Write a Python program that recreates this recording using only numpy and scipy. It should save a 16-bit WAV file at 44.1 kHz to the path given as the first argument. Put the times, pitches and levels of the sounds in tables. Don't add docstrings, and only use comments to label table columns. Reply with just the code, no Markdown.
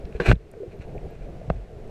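import sys
import numpy as np
from scipy import signal
from scipy.fft import rfft, irfft
from scipy.io import wavfile

SR = 44100
rng = np.random.default_rng(int(sys.argv[2]) if len(sys.argv) > 2 else 0)


def to_wav(sig):
    pcm = np.clip(np.atleast_2d(sig), -1, 1) * 32767
    pcm = np.round(pcm).astype(np.int16)
    wavfile.write(sys.argv[1], SR, pcm.T)


N = 83790
T = np.arange(N) / SR


def friction():
    # t/s, level/dB
    scrape = [(.198, -62), (.202, -35), (.213, -36.5), (.243, -37), (.259, -25.5), (.27, -22.5),
              (.286, -22), (.305, -22), (.329, -29.5), (.335, -54), (.365, -56)]
    # f/Hz, density/dB
    scrape_colour = [(100, -52), (300, 9), (480, 6), (700, 2), (900, -5), (1300, -3.5), (1570, 3),
                     (2000, -1), (2700, -2), (3300, -13), (3800, -14), (4150, -10), (4700, -22.5),
                     (6500, -23), (8200, -25.5), (9500, -33), (11500, -34), (15000, -47)]
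    # centre t/s, half length (to 1/e)/s, level/dB
    brushes = [(.008, 0.0097, -53.5), (0.054, 0.014, -56.5), (.127, 0.003, -45.5), (0.161, 0.017, -46.5),
               (0.724, 0.015, -51), (0.822, 0.028, -50.5), (0.892, 0.01, -57), (1.133, 0.06, -59),
               (1.229, 0.026, -54), (1.564, 0.0051, -53)]
    slips_per_s, slip_spread_db, hiss_gain = 1100, 2.5, 0.51
    case_t60_s, case_ring_gain = 0.052, 0.59
    clump_db, clump_s = 1, 0.0029

    sizes = amp(slip_spread_db * np.minimum(rng.exponential(1, N), 4))
    slips = sizes * rng.choice([-1, 1], N) * (rng.random(N) < slips_per_s / SR)
    drive = evened(slips) + hiss_gain * rng.standard_normal(N)

    ring = rng.standard_normal(N) * amp(-60 * T / case_t60_s)
    ring /= np.linalg.norm(ring)
    drive = drive + case_ring_gain * signal.fftconvolve(drive, ring)[:N]

    force = level(scrape) * (T > scrape[0][0]) * (T < scrape[-1][0])
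    for centre_s, half_s, db in brushes:
        force = force + amp(db) * np.exp(-((T - centre_s) / half_s) ** 2)
    clumps = amp(clump_db * wander(clump_s))
    return force * coloured(drive * clumps, scrape_colour)


def catch():
    # f/Hz, density/dB
    catch_colour = [(100, -19), (170, 1), (270, -12), (370, -3), (460, 4.5), (560, -5.5), (680, -18.5),
                    (900, -19), (1100, -13.5), (1330, -22), (1520, -7.5), (1660, -2.5), (1900, -22.5),
                    (2700, -28.5), (4100, -29.5), (6000, -49), (15000, -68)]
    start_s, rise_s, t60_s, level_db = 0.1995, 0.0014, 0.1, -17
    t = np.maximum(T - start_s, 0)
    rise = np.minimum(t / rise_s, 1)
    return rise * amp(level_db - 60 * t / t60_s) * noise(catch_colour)


def buffeting():
    # t/s, level/dB
    buffet = [(.19, -42), (.205, -35), (.245, -41), (.27, -28.5), (.3, -16), (.335, -26), (.355, -58),
              (.39, -77)]
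    # f/Hz, density/dB
    buffet_colour = [(15, -10.5), (45, 15), (85, -17), (125, 0), (170, -0.5), (220, -4), (300, -10.5),
                     (500, -16.5), (900, -36), (2000, -76)]
    return level(buffet) * noise(buffet_colour)


def knock(peak_db, contact_ms, shell_db):
    # f/Hz, level/dB, t60/s
    shell_modes = [(493, -18.5, 0.024), (626, -7, 0.014), (1170, -4, 0.0037), (1520, -8, 0.018),
                   (2140, -13, 0.028), (2616, -8.5, 0.012), (3320, -13, .007), (3880, -12, 0.014)]
    push_s, push_db = 0.00024, 3
    mount_hz, mount_t60_s, mount_db = 157.5, 0.045, -9

    t = T[:SR // 6]
    shell = sum(amp(db - 60 * t / t60_s) * np.cos(2 * np.pi * hz * t) for hz, db, t60_s in shell_modes)
    mount = amp(mount_db - 60 * t / mount_t60_s) * np.cos(2 * np.pi * mount_hz * t)
    push = amp(push_db) * np.exp(-t / push_s)
    body = amp(shell_db) * shell + mount + push

    u = t * 1000 / contact_ms
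    contact = u ** 4 * np.exp(-4 * u)
    hit = signal.fftconvolve(body, contact)[:len(t)]
    return -amp(peak_db) * hit / abs(hit).max()


def swing(db, hz, t60_s, rise_s, sag=0):
    sag_s = 0.052
    t = T[:SR // 3]
    pitch_hz = hz * (1 - sag * (1 - np.exp(-t / sag_s)))
    turns = np.cumsum(pitch_hz) / SR
    attack = np.sin(np.pi / 2 * np.minimum(t / rise_s, 1)) ** 2
    decay = amp(db - 60 * np.maximum(t - rise_s, 0) / t60_s)
    return decay * attack * np.sin(2 * np.pi * turns)


def snap(peak_db, hz, octaves):
    rise_s, t60_s = 0.00049, 0.012
    t = T[:2048]
    f = np.fft.rfftfreq(len(t), 1 / SR)
    shape = np.exp(-(np.log2((f + 1) / hz) / octaves) ** 2)
    crack = irfft(shape * np.exp(2j * np.pi * rng.random(len(f))))
    crack = crack * amp(-60 * t / t60_s) * (1 - np.exp(-(t / rise_s) ** 2))
    return amp(peak_db) * crack / abs(crack).max()


def water():
    # t/s, rumble/dB, middle/dB, hiss/dB
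    water_levels = [(0, -43, -43.5, -61), (.2, -44.5, -50, -59), (.38, -57, -48, -65.5),
                    (.48, -52, -50, -64.5), (.6, -49.5, -43.5, -62), (.76, -44, -47.5, -62.5),
                    (.92, -35.5, -44, -61), (1.04, -40.5, -44, -60.5), (1.22, -40, -46.5, -61.5),
                    (1.35, -42, -44.5, -60.5), (1.5, -36, -51, -59.5), (1.7, -44, -45, -62.5),
                    (1.9, -41.5, -46, -60.5)]
    # f/Hz, density/dB
    rumble_colour = [(12, -0.5), (35, 2), (60, -3), (100, -8), (150, -3), (210, -13.5), (300, -19.5),
                     (700, -15), (2000, -74)]
    hum_colour = [(100, 1.5), (280, -8), (420, 4.5), (560, -7), (700, -9.5), (900, -29.5), (1500, -32),
                  (4000, -52.5)]
    hiss_colour = [(300, -21), (900, 1.5), (1600, 0.5), (2650, -2), (3100, -7), (4200, -9.5), (5000, -12.5),
                   (8000, -17), (12000, -25.5), (15000, -32)]
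    flutter_db, flutter_s = 2.23, 0.015

    s, rumble_db, hum_db, hiss_db = np.transpose(water_levels)
    rumble = amp(np.interp(T, s, rumble_db)) * noise(rumble_colour)
    hum = amp(np.interp(T, s, hum_db)) * noise(hum_colour)
    hiss = amp(np.interp(T, s, hiss_db)) * noise(hiss_colour)
    return (rumble + hum) * amp(flutter_db * wander(flutter_s)) + hiss


def amp(db):
    return 10 ** (np.asarray(db) / 20)


def evened(x):
    return x / np.sqrt(np.mean(x ** 2) + 1e-20)


def level(points):
    return amp(np.interp(T, *np.transpose(points)))


def coloured(x, points):
    hz, db = np.transpose(points)
    f = np.fft.rfftfreq(len(x), 1 / SR)
    gain = amp(np.interp(np.log(f + 1), np.log(hz), db))
    return evened(irfft(rfft(x) * gain, len(x)))


def noise(points):
    return coloured(rng.standard_normal(N), points)


def wander(seconds):
    pole = np.exp(-1 / (seconds * SR))
    return evened(signal.lfilter([1], np.poly([pole, pole]), rng.standard_normal(N)))


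def add(mix, s, sound):
    part = mix[max(round(s * SR), 0):][:len(sound)]
    part += sound[:len(part)]


def scene():
    # t/s, peak/dB, contact/ms, shell mode level/dB
    knocks = [(.2025, -17.5, 0.11, -2), (0.2875, -12, 1.34, -19), (0.2951, -13, 0.12, 20),
              (0.3044, -14.5, 1.12, -6), (.3138, -9.5, 0.15, -13), (0.3153, -1.5, 0.2, 13),
              (.3159, -4, 0.23, 5.5), (.332, -11.5, 1.36, -14), (0.5391, -33, 0.54, 17),
              (1.5006, -22.5, 0.11, 10), (1.5019, -5.5, 0.38, 1), (1.5034, -15, 0.4, -17)]
    # t/s, level/dB, f/Hz, t60/s
    shoves = [(0.043, -22, 41, 0.067), (0.15, -22, 53.2, 0.11), (.285, -10, 49.1, 0.22),
              (0.2951, -8, 116.2, 0.11), (.331, -15.5, 69.5, 0.043), (.362, -24, 53.4, 0.076),
              (0.678, -33, 93.5, .06), (.796, -25, 60, .06), (1.162, -31.5, 66, 0.045),
              (1.207, -26.5, 39, 0.24), (1.479, -26, 117.6, .08), (1.504, -18.5, 62, 0.11),
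              (1.55, -27, 46.6, 0.4), (1.57, -30.5, 107.5, 0.15)]
    # t/s, level/dB, starting f/Hz, t60/s
    bubbles = [(.026, -34.5, 524, .05), (.147, -27.5, 445, 0.073), (.566, -33, 476, 0.065),
               (.601, -29, 425, 0.14), (.618, -31, 389, 0.11), (.63, -26.5, 495, 0.057),
               (.659, -32.5, 377, 0.086), (1.413, -34, 591, 0.023)]
    # t/s, peak/dB, centre f/Hz, half width (to 1/e)/octaves
    snaps = [(.053, -40.5, 3100, 0.77), (0.3553, -49, 3360, 0.27), (.514, -49.5, 8900, 0.45),
             (.537, -49, 2020, .3), (.768, -63, 13000, .15), (0.9787, -41.5, 2315, .25),
             (1.107, -59, 13000, .2), (1.876, -59, 7900, 0.24)]

    mix = friction() + catch() + buffeting() + water()
    for s, *row in knocks:
        add(mix, s, knock(*row))
    for s, *row in shoves:
        add(mix, s, -swing(*row, rise_s=0.0034))
    for s, *row in bubbles:
        add(mix, s, swing(*row, rise_s=0.0044, sag=0.12))
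    for s, *row in snaps:
        add(mix, s, snap(*row))
    return mix[None]


def record(dry):
    edge_hz = 15300
    lowpass = signal.firwin(511, edge_hz, window=("kaiser", 9), fs=SR)
    return signal.oaconvolve(dry, lowpass[None], "same")


dry = scene()
out = record(dry)
to_wav(out)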